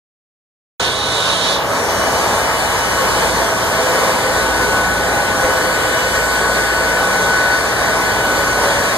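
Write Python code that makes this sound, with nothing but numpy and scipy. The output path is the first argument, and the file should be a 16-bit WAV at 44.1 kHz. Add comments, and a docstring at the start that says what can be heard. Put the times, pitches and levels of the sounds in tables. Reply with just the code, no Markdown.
"""A roar of air cuts in abruptly, with a jet's hiss and a fan's whine: an electric blower is filling an
inflatable ball in a large tent. Turbulence rings the hose and housing, the blades chop the air into a
tone, and a generator's engine hums further off. Tones swell and sink as a hand-held camera carries its
two microphone ports through the tent's standing waves. At first a finger shades the ports; later the
camera takes one soft bump."""
import sys
import numpy as np
from scipy import signal
from scipy.fft import rfft, irfft, next_fast_len
from scipy.io import wavfile
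from scipy.ndimage import uniform_filter1d, map_coordinates

SR = 44100
rng = np.random.default_rng(int(sys.argv[2]) if len(sys.argv) > 2 else 0)


def wav_out(sig):
    """Save sig, one row per channel (or a flat mono array), as 16-bit PCM at SR to the path in sys.argv[1]."""
    wavfile.write(sys.argv[1], SR, np.round(np.clip(np.atleast_2d(sig).T, -1, 1) * 32767).astype(np.int16))


N = 395577

# Level rides of the air layers. Each row: time in seconds, level in dB before trims and swells.
STREAM_RIDE = [(0.8, -22.2), (0.865, -22.2), (0.89, -24.2), (1.02, -24.2), (1.28, -21.8), (1.37, -23.6),
               (1.52, -21.4), (2.0, -20.5), (2.2, -18.3), (2.6, -20), (2.92, -20.5), (3.02, -18.5),
               (3.38, -19.6), (3.54, -22), (3.7, -19.9), (4.06, -18.5), (4.18, -19.8), (4.7, -19.7),
               (4.85, -20.6), (5.33, -21), (5.43, -19.5), (5.55, -20.2), (5.95, -20.8), (6.86, -20.8),
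               (7.15, -19.5), (7.36, -20.3), (8.56, -19.8), (8.64, -18.4), (8.96, -20.3)]  # the roar; rumble, blade rush and hiss follow it
RUMBLE_RIDE = [(0.8, -30.5), (1.4, -32), (2.1, -28), (2.7, -32), (3.15, -28), (4.0, -29), (4.6, -26.5),
               (6.1, -29), (7.5, -30.5), (8.2, -30), (8.97, -28)]
LOWER_NOTE_RIDE = [(0.8, -41), (1.98, -44), (2.34, -35), (2.72, -46), (2.96, -27), (3.25, -27), (3.64, -35),
                   (4.1, -25), (4.48, -30.5), (5.16, -35), (5.5, -24.5), (5.85, -31.5), (8.96, -42)]
UPPER_NOTE_RIDE = [(0.8, -33), (1.3, -30), (1.5, -24), (2.3, -25), (2.8, -33), (3.42, -22), (4.0, -23.5),
                   (4.66, -32), (5.5, -27.5), (8.96, -28.5)]
BLADE_RUSH_RIDE = [(0.8, -29), (2.1, -27), (4.2, -27), (6.2, -24.5), (8.97, -26)]
HISS_RIDE = [(0.8, -24.4), (1.0, -26), (1.14, -24.3), (1.27, -24.6), (1.4, -24), (1.55, -24), (1.72, -28.3),
             (2.3, -27.8), (3.25, -26.7), (4.1, -27.8), (5.2, -27.7), (6.2, -27), (7.2, -28), (8.0, -28),
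             (8.97, -26.8)]
# EQ curves that colour their noise. Each row: frequency in Hz, relative gain in dB.
RUMBLE_EQ = [(20, -17), (42, -9), (75, 0.5), (160, -1), (260, 0.5), (350, 2), (600, -7), (2000, -58)]
ROAR_EQ = [(100, -40), (260, -18), (340, -11), (450, 1.5), (750, 0), (1080, -0.5), (1350, -4), (1700, -12),
           (2300, -9), (3000, -36)]
LOWER_NOTE_EQ = [(440, -43), (495, -8), (515, 8), (535, -1.5), (600, -43)]
UPPER_NOTE_EQ = [(570, -49), (625, -5), (640, 0), (652, 3), (663, 0), (680, -6), (740, -47)]
BLADE_RUSH_EQ = [(900, -64), (1400, -4), (1560, 0.5), (1720, 3.5), (1950, -3), (2300, -6), (2550, -12.5),
                 (3500, -60)]
HISS_EQ = [(1500, -17), (2500, 0.5), (3500, 0), (4400, -1), (5200, -2), (6000, -1.5), (7300, -3.5),
           (8200, -5.5), (8700, -4.5), (9900, -6), (10900, -9.5), (11900, -9), (13000, -13), (15300, -18)]
# Resonances. Each row: centre in Hz, width in Hz, boost or cut in dB.
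HOUSING_PEAKS = [(410, 13, 3), (454, 12, 2), (812, 12, 5), (845, 14, 2), (907, 13, 5.5), (960, 12, 5.5),
                 (1030, 50, 1.5), (1108, 28, 6), (1245, 14, 2.5), (1290, 19, 4.5)]  # hose and housing
FINGER_HOLLOW = [(3760, 880, 12.3), (5600, 900, 1), (13300, 2200, -14)]  # the cavity between finger and ports
# Stereo image at the ports. Each row: frequency in Hz, coherence from 0 to 1,
# phase lead of the left in radians, left over right in dB.
IMAGE = [(60, .91, .7, 0), (300, .68, .1, .7), (700, .81, 0, -.5), (1250, .99, 0, 0), (1360, .98, 0, .6),
         (1600, .86, 0, 4), (1900, .2, 2.6, 5.5), (2250, .75, 3.4, 3), (2680, .96, 3.1, 0),
         (2900, .8, 2.8, -.5), (3300, .35, 1.7, -1.5), (3900, .79, -.1, -1.5), (4600, .48, -1.2, -.5),
         (5300, .83, -3.1, -1), (6000, .52, -3.2, -1.5), (6700, .26, -5.6, -1), (7400, .39, -4.8, -5),
         (8100, .38, -4.3, -5), (8800, .44, -5.6, -6), (9500, .54, -6.4, -8.5), (10800, .15, -10, -8),
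         (12200, .54, -12.6, -6.5), (13500, .4, -14.6, -8), (15000, .3, -18.7, -11)]
IMAGE_ASIDE = [(2250, .65, 3.7, 1), (2680, .92, 3, -1), (3300, .65, 1.4, -2), (3900, .88, -.2, -1.5),
               (4600, .55, -1.3, -2.5), (5300, .45, -3.6, -2), (6700, .55, -6.4, -1), (7400, .3, -8.7, -5),
               (8100, .6, -10, -5.5), (9500, .45, -12.6, -9), (10800, .45, -15.8, -8.5),
               (12200, .38, -18.3, -6), (15000, .4, -25, -5)]  # the hiss from one side, before the camera swings round

# Fan speed. Each row: time in seconds, blade-passing frequency in Hz.
BLADE_PITCH = [(0.8, 1497.3), (1.2, 1495.8), (3.3, 1494.8), (4.1, 1494), (4.9, 1490.7), (5.7, 1492.3),
               (7.6, 1493.2), (8.8, 1490.3)]
# The blade tone's first three harmonics in the standing waves.
# Each row: time in seconds, level in dB before panning.
WHINE_RIDE = [(0.8, -26), (0.98, -36), (1.2, -28.5), (1.8, -40), (2.08, -29), (2.28, -36), (2.8, -28.5),
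              (3.15, -32), (3.9, -28), (4.12, -32), (4.38, -23), (4.6, -25), (4.8, -20.5), (5.0, -23.5),
              (5.98, -25), (6.25, -22), (7.17, -20.3), (7.35, -17), (7.55, -18.6), (7.7, -26.5),
              (8.22, -20.8), (8.65, -22.3), (8.9, -29)]
SECOND_RIDE = [(0.9, -53), (1.15, -39.5), (1.7, -48), (2.1, -36.5), (2.26, -47), (2.42, -39), (3.15, -39),
               (3.52, -53), (3.98, -39), (4.5, -50), (5.3, -53), (5.6, -41), (5.78, -44), (6, -36.5),
               (6.55, -55), (7, -41), (7.7, -54), (8.22, -42), (8.96, -49)]
THIRD_RIDE = [(0.8, -44), (1.45, -41), (1.65, -47), (2.3, -40), (2.7, -50), (3.3, -37.5), (3.6, -46),
              (4.12, -39), (4.8, -45), (5.35, -48), (5.65, -38), (5.95, -47), (6.3, -35.5), (6.75, -36.5),
              (7.1, -47), (7.33, -35.5), (7.52, -34), (7.85, -44), (8.7, -39), (8.96, -41)]
# Its weak overtones. Each row: harmonic number, centre level in dB, phase between ports in radians.
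WEAK_OVERTONES = [(4, -53, 2.1), (5, -53, 1.4), (6, -52, 1.4), (8, -56.5, 1.4), (10, -65, 1.4)]

# The generator's firing hum and cooling fan. Each row: time in seconds, level in dB before trim.
FIRING_RIDE = [(0.8, -37), (1.5, -48), (1.7, -58), (1.97, -37.5), (3.0, -33), (3.42, -30.5), (3.54, -39),
               (4.2, -43), (4.38, -29.7), (4.95, -30.5), (5.45, -37), (5.95, -37), (6.12, -31.5),
               (6.94, -31), (7.08, -37.5), (8.68, -31.5), (8.96, -41)]
COOLING_RIDE = [(0.8, -45), (1.7, -33), (2.3, -34), (2.6, -46), (6.64, -41), (7.24, -37), (7.9, -48),
                (8.45, -29.5), (8.97, -30)]
# Its weaker tones. Each row: multiple of the four-stroke cycle, level in dB.
ENGINE_PARTIALS = [(5, -54), (6, -46), (7, -47.5), (8, -43), (9, -53), (12, -40.5), (19, -47), (20, -47.5)]

# Brief changes of colour: the treble dips as the finger lifts, then bands brighten as the camera turns.
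# Each row: middle in seconds, half length in seconds, centre in Hz, width in Hz, boost or cut in dB.
COLOUR_SHIFTS = [(1.614, 0.082, 8100, 5000, -11.5), (1.92, 0.2, 5800, 800, 4), (2.2, 0.35, 1160, 250, 2),
                 (5.247, 0.27, 820, 45, 7.5), (8.1, 0.79, 790, 35, 2.5), (6.35, 0.76, 7800, 600, 6)]
# The low push of the bump. One row: time in seconds, peak level in dB, pitch in Hz.
BUMP_PUSH = (5.447, -20, 60)

BLADE_COUNT = 6
TIME = np.arange(N) / SR


def amp(db):
    """Decibels to gain."""
    return 10 ** (np.asarray(db) / 20)


def unit(x):
    """Scale so that the mono mix has rms 1."""
    mono = np.atleast_2d(x).mean(axis=0)
    return x / np.sqrt(np.mean(mono ** 2) + 1e-20)


def along(rows, hz):
    """Each column of a frequency table, read at hz on a log axis."""
    freqs, *columns = np.transpose(rows)
    return [np.interp(np.log(hz + 1), np.log(freqs + 1), column) for column in columns]


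def ride(rows):
    """An automation curve: straight lines between breakpoints, one value a sample."""
    return np.interp(TIME, *np.transpose(rows))


def wobble(rate):
    """A smooth random curve, rate knots a second."""
    knots = rng.standard_normal(int(N * rate / SR) + 4)
    coarse = np.arange(0, N + 32, 32)
    smooth = map_coordinates(knots, [coarse * rate / SR], mode="nearest")
    return np.interp(np.arange(N), coarse, smooth)


def filtered(x, response):
    """Filter x by a gain given as a function of Hz."""
    size = next_fast_len(N + SR // 4)
    return irfft(rfft(x, size) * response(np.fft.rfftfreq(size, 1 / SR)), size)[..., :N]


def bells(peaks, hz):
    """Boost or cut in dB from a set of resonances."""
    return sum(db / (1 + (2 * (hz - centre) / width) ** 2) for centre, width, db in peaks)


def at_ports(hz, image=IMAGE):
    """Complex left and right gains for the sound the ports share and the sound opposed between them."""
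    coherence, lead, tilt_db = along(image, hz)
    spread = np.arccos(np.clip(coherence, 0, 1)) / 2
    sides = np.array([amp(tilt_db / 2) * np.exp(.5j * lead), amp(-tilt_db / 2) * np.exp(-.5j * lead)])
    sides = sides / np.linalg.norm(sides, axis=0)
    return sides * np.cos(spread), sides * np.sin(spread) * [[1], [-1]]


def rush(eq, patchy_db, peaks=(), image=IMAGE):
    """Turbulent stereo noise of rms 1, with drifting patches of gain and steady resonances."""
    cells = signal.stft(rng.standard_normal((2, N)), nperseg=512)[2]
    patches = uniform_filter1d(rng.standard_normal(cells.shape[1:]), size=5, axis=0)  # across pitch
    patches = uniform_filter1d(patches, size=14, axis=1)  # across time
    noise = signal.istft(cells * amp(patchy_db * patches / patches.std()), nperseg=512)[1][:, :N]
    size = next_fast_len(N + SR // 4)
    hz = np.fft.rfftfreq(size, 1 / SR)
    mid, side = rfft(noise, size)
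    shared, opposed = at_ports(hz, image)
    colour = amp(along(eq, hz)[0] + bells(peaks, hz))
    return unit(irfft((mid * shared + side * opposed) * colour, size)[:, :N])


def tone(phase, scatter, rate):
    """A tone of rms 1: a steady direct part plus echoes that waver in level and phase."""
    swing = 1 + scatter * (wobble(rate) + 1j * wobble(rate))
    envelope = np.abs(swing)
    return np.sqrt(2 / np.mean(envelope ** 2)) * envelope * np.cos(phase + np.angle(swing))


def blower_air(stream_db):
    """Rushing air: low rumble, a roar through the housing, the duct's two notes and blade rush."""
    swell_db = stream_db - stream_db.mean()
    rumble_db = ride(RUMBLE_RIDE) + 0.66 * swell_db + 0.58 * wobble(rate=3.07)
    rumble = amp(rumble_db) * rush(RUMBLE_EQ, patchy_db=0.5)
    roar = amp(stream_db + 0.96) * rush(ROAR_EQ, patchy_db=0.9, peaks=HOUSING_PEAKS)
    lower_note = amp(ride(LOWER_NOTE_RIDE) + 1) * rush(LOWER_NOTE_EQ, patchy_db=0.5)
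    upper_note = amp(ride(UPPER_NOTE_RIDE) - 3.5) * rush(UPPER_NOTE_EQ, patchy_db=0.5)
    blades = amp(ride(BLADE_RUSH_RIDE) + 0.64 * swell_db) * rush(BLADE_RUSH_EQ, patchy_db=1.5)
    return rumble + roar + lower_note + upper_note + blades


def jet_hiss(stream_db):
    """The jet follows the stream and throbs with each fan turn; its image shifts as the camera swings."""
    swing_middle_s, swing_length_s = 2.25, 0.6
    shaft_phase = 2 * np.pi * np.cumsum(ride(BLADE_PITCH) / BLADE_COUNT) / SR
    throb = 1 + 0.027 * np.sin(shaft_phase)
    facing = np.clip((TIME - swing_middle_s) / swing_length_s + .5, 0, 1)
    ahead, aside = [rush(HISS_EQ, patchy_db=1.45, image=image) for image in (IMAGE, IMAGE_ASIDE)]
    jet = np.sqrt(facing) * ahead + np.sqrt(1 - facing) * aside
    swell_db = stream_db - stream_db.mean()
    return amp(ride(HISS_RIDE) + 0.88 * swell_db) * throb * jet


def fan_whine():
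    """Blades chop the air into a whine whose harmonics swell and fade in the standing waves."""
    phase = 2 * np.pi * np.cumsum(ride(BLADE_PITCH) + 0.3 * wobble(rate=12)) / SR
    direct = tone(phase, scatter=0.115, rate=36)
    echoes = np.array([tone(phase, scatter=1.3, rate=22) for _ in range(2)])
    lean_left = amp([[1.3], [-1.3]])
    whine = amp(ride(WHINE_RIDE)) * lean_left * unit(direct + 0.17 * echoes)
    imbalance_hum = amp(-46) * tone(phase / BLADE_COUNT, scatter=0.3, rate=5)  # once a rotor turn
    harmonics = [(2, ride(SECOND_RIDE), 2.15), (3, ride(THIRD_RIDE), 1.3)]  # number, dB, radians
    harmonics += [(k, db + 5 * wobble(rate=4.5), lag) for k, db, lag in WEAK_OVERTONES]
    for k, db, lag in harmonics:
        shared, _ = at_ports(np.array([k * BLADE_PITCH[0][1]]))
        pair = np.array([tone(k * phase + shift, scatter=0.34, rate=40) for shift in (0, lag)])
        whine = whine + amp(db) * unit(np.abs(shared) * pair)
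    return whine + imbalance_hum


def generator(cycle_hz=14.93):
    """Four cylinders fire once each a cycle; their unevenness adds partials, and the cooling fan sings."""
    phase = 2 * np.pi * cycle_hz * TIME
    port_phase = np.array([[.42], [-.42]])
    firing = amp(ride(FIRING_RIDE) - 2.5) * np.sqrt(2) * np.sin(4 * phase + port_phase)
    cooling = amp(ride(COOLING_RIDE) + 3) * tone(38 * phase, scatter=.3, rate=8)
    partials = sum(amp(db) * tone(k * phase + rng.uniform(0, 2 * np.pi), scatter=0.4, rate=4)
                   for k, db in ENGINE_PARTIALS)
    return firing + cooling + partials


def finger_shade(x, lifts_at_s=1.58, lift_length_s=0.13):
    """The hollow under a finger rings, dulls the top and tips the sound right until the finger lifts."""
    shaded = np.clip((lifts_at_s - TIME) / lift_length_s + .5, 0, 1)
    covered = amp([[-.5], [1.2]]) * filtered(x, lambda hz: amp(bells(FINGER_HOLLOW, hz)))
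    return x + shaded * (covered - x)


def colour_shifts(x):
    """The treble dips briefly as the finger lifts, then single bands brighten as the camera turns."""
    out = x
    for middle_s, half_s, centre, width, db in COLOUR_SHIFTS:
        change = filtered(x, lambda hz: amp(bells([(centre, width, db)], hz)) - 1)
        out = out + np.exp(-((TIME - middle_s) / half_s) ** 2) * change
    return out


def camera_bump():
    """One soft low push through the camera body, with a short hollow knock and a hard contact tick."""
    at_s, push_db, push_hz = BUMP_PUSH
    t = TIME - at_s
    push = -amp(push_db) * np.cos(2 * np.pi * push_hz * t) * np.exp(-(t / 0.0093) ** 2)
    hollow = np.sin(2 * np.pi * 520 * t) + .5 * np.sin(2 * np.pi * 660 * t)
    knock = amp(-15) * hollow * np.exp(-(t / 0.01) ** 2)
    tick = -amp(-4) * np.exp(-(t / 0.00011) ** 2)
    return push + knock + tick


def scene():
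    """A bed of air that shifts in colour, with the whine, the generator and the bump on top."""
    stream_db = ride(STREAM_RIDE) + 0.33 * wobble(rate=12)  # turbulence flutters the stream
    bed = colour_shifts(blower_air(stream_db) + jet_hiss(stream_db))
    return bed + fan_whine() + generator() + camera_bump()


def record(dry):
    """The camera's ear: a finger over the ports, a hard cut in and a steep low-pass."""
    cut_in_s, top_hz = 0.797, 15480
    gate = np.clip((TIME - cut_in_s) / 0.001, 0, 1)
    return filtered(finger_shade(dry) * gate, lambda hz: np.clip((top_hz - hz) / 60 + .5, 0, 1))


dry = scene()
out = record(dry)
wav_out(out)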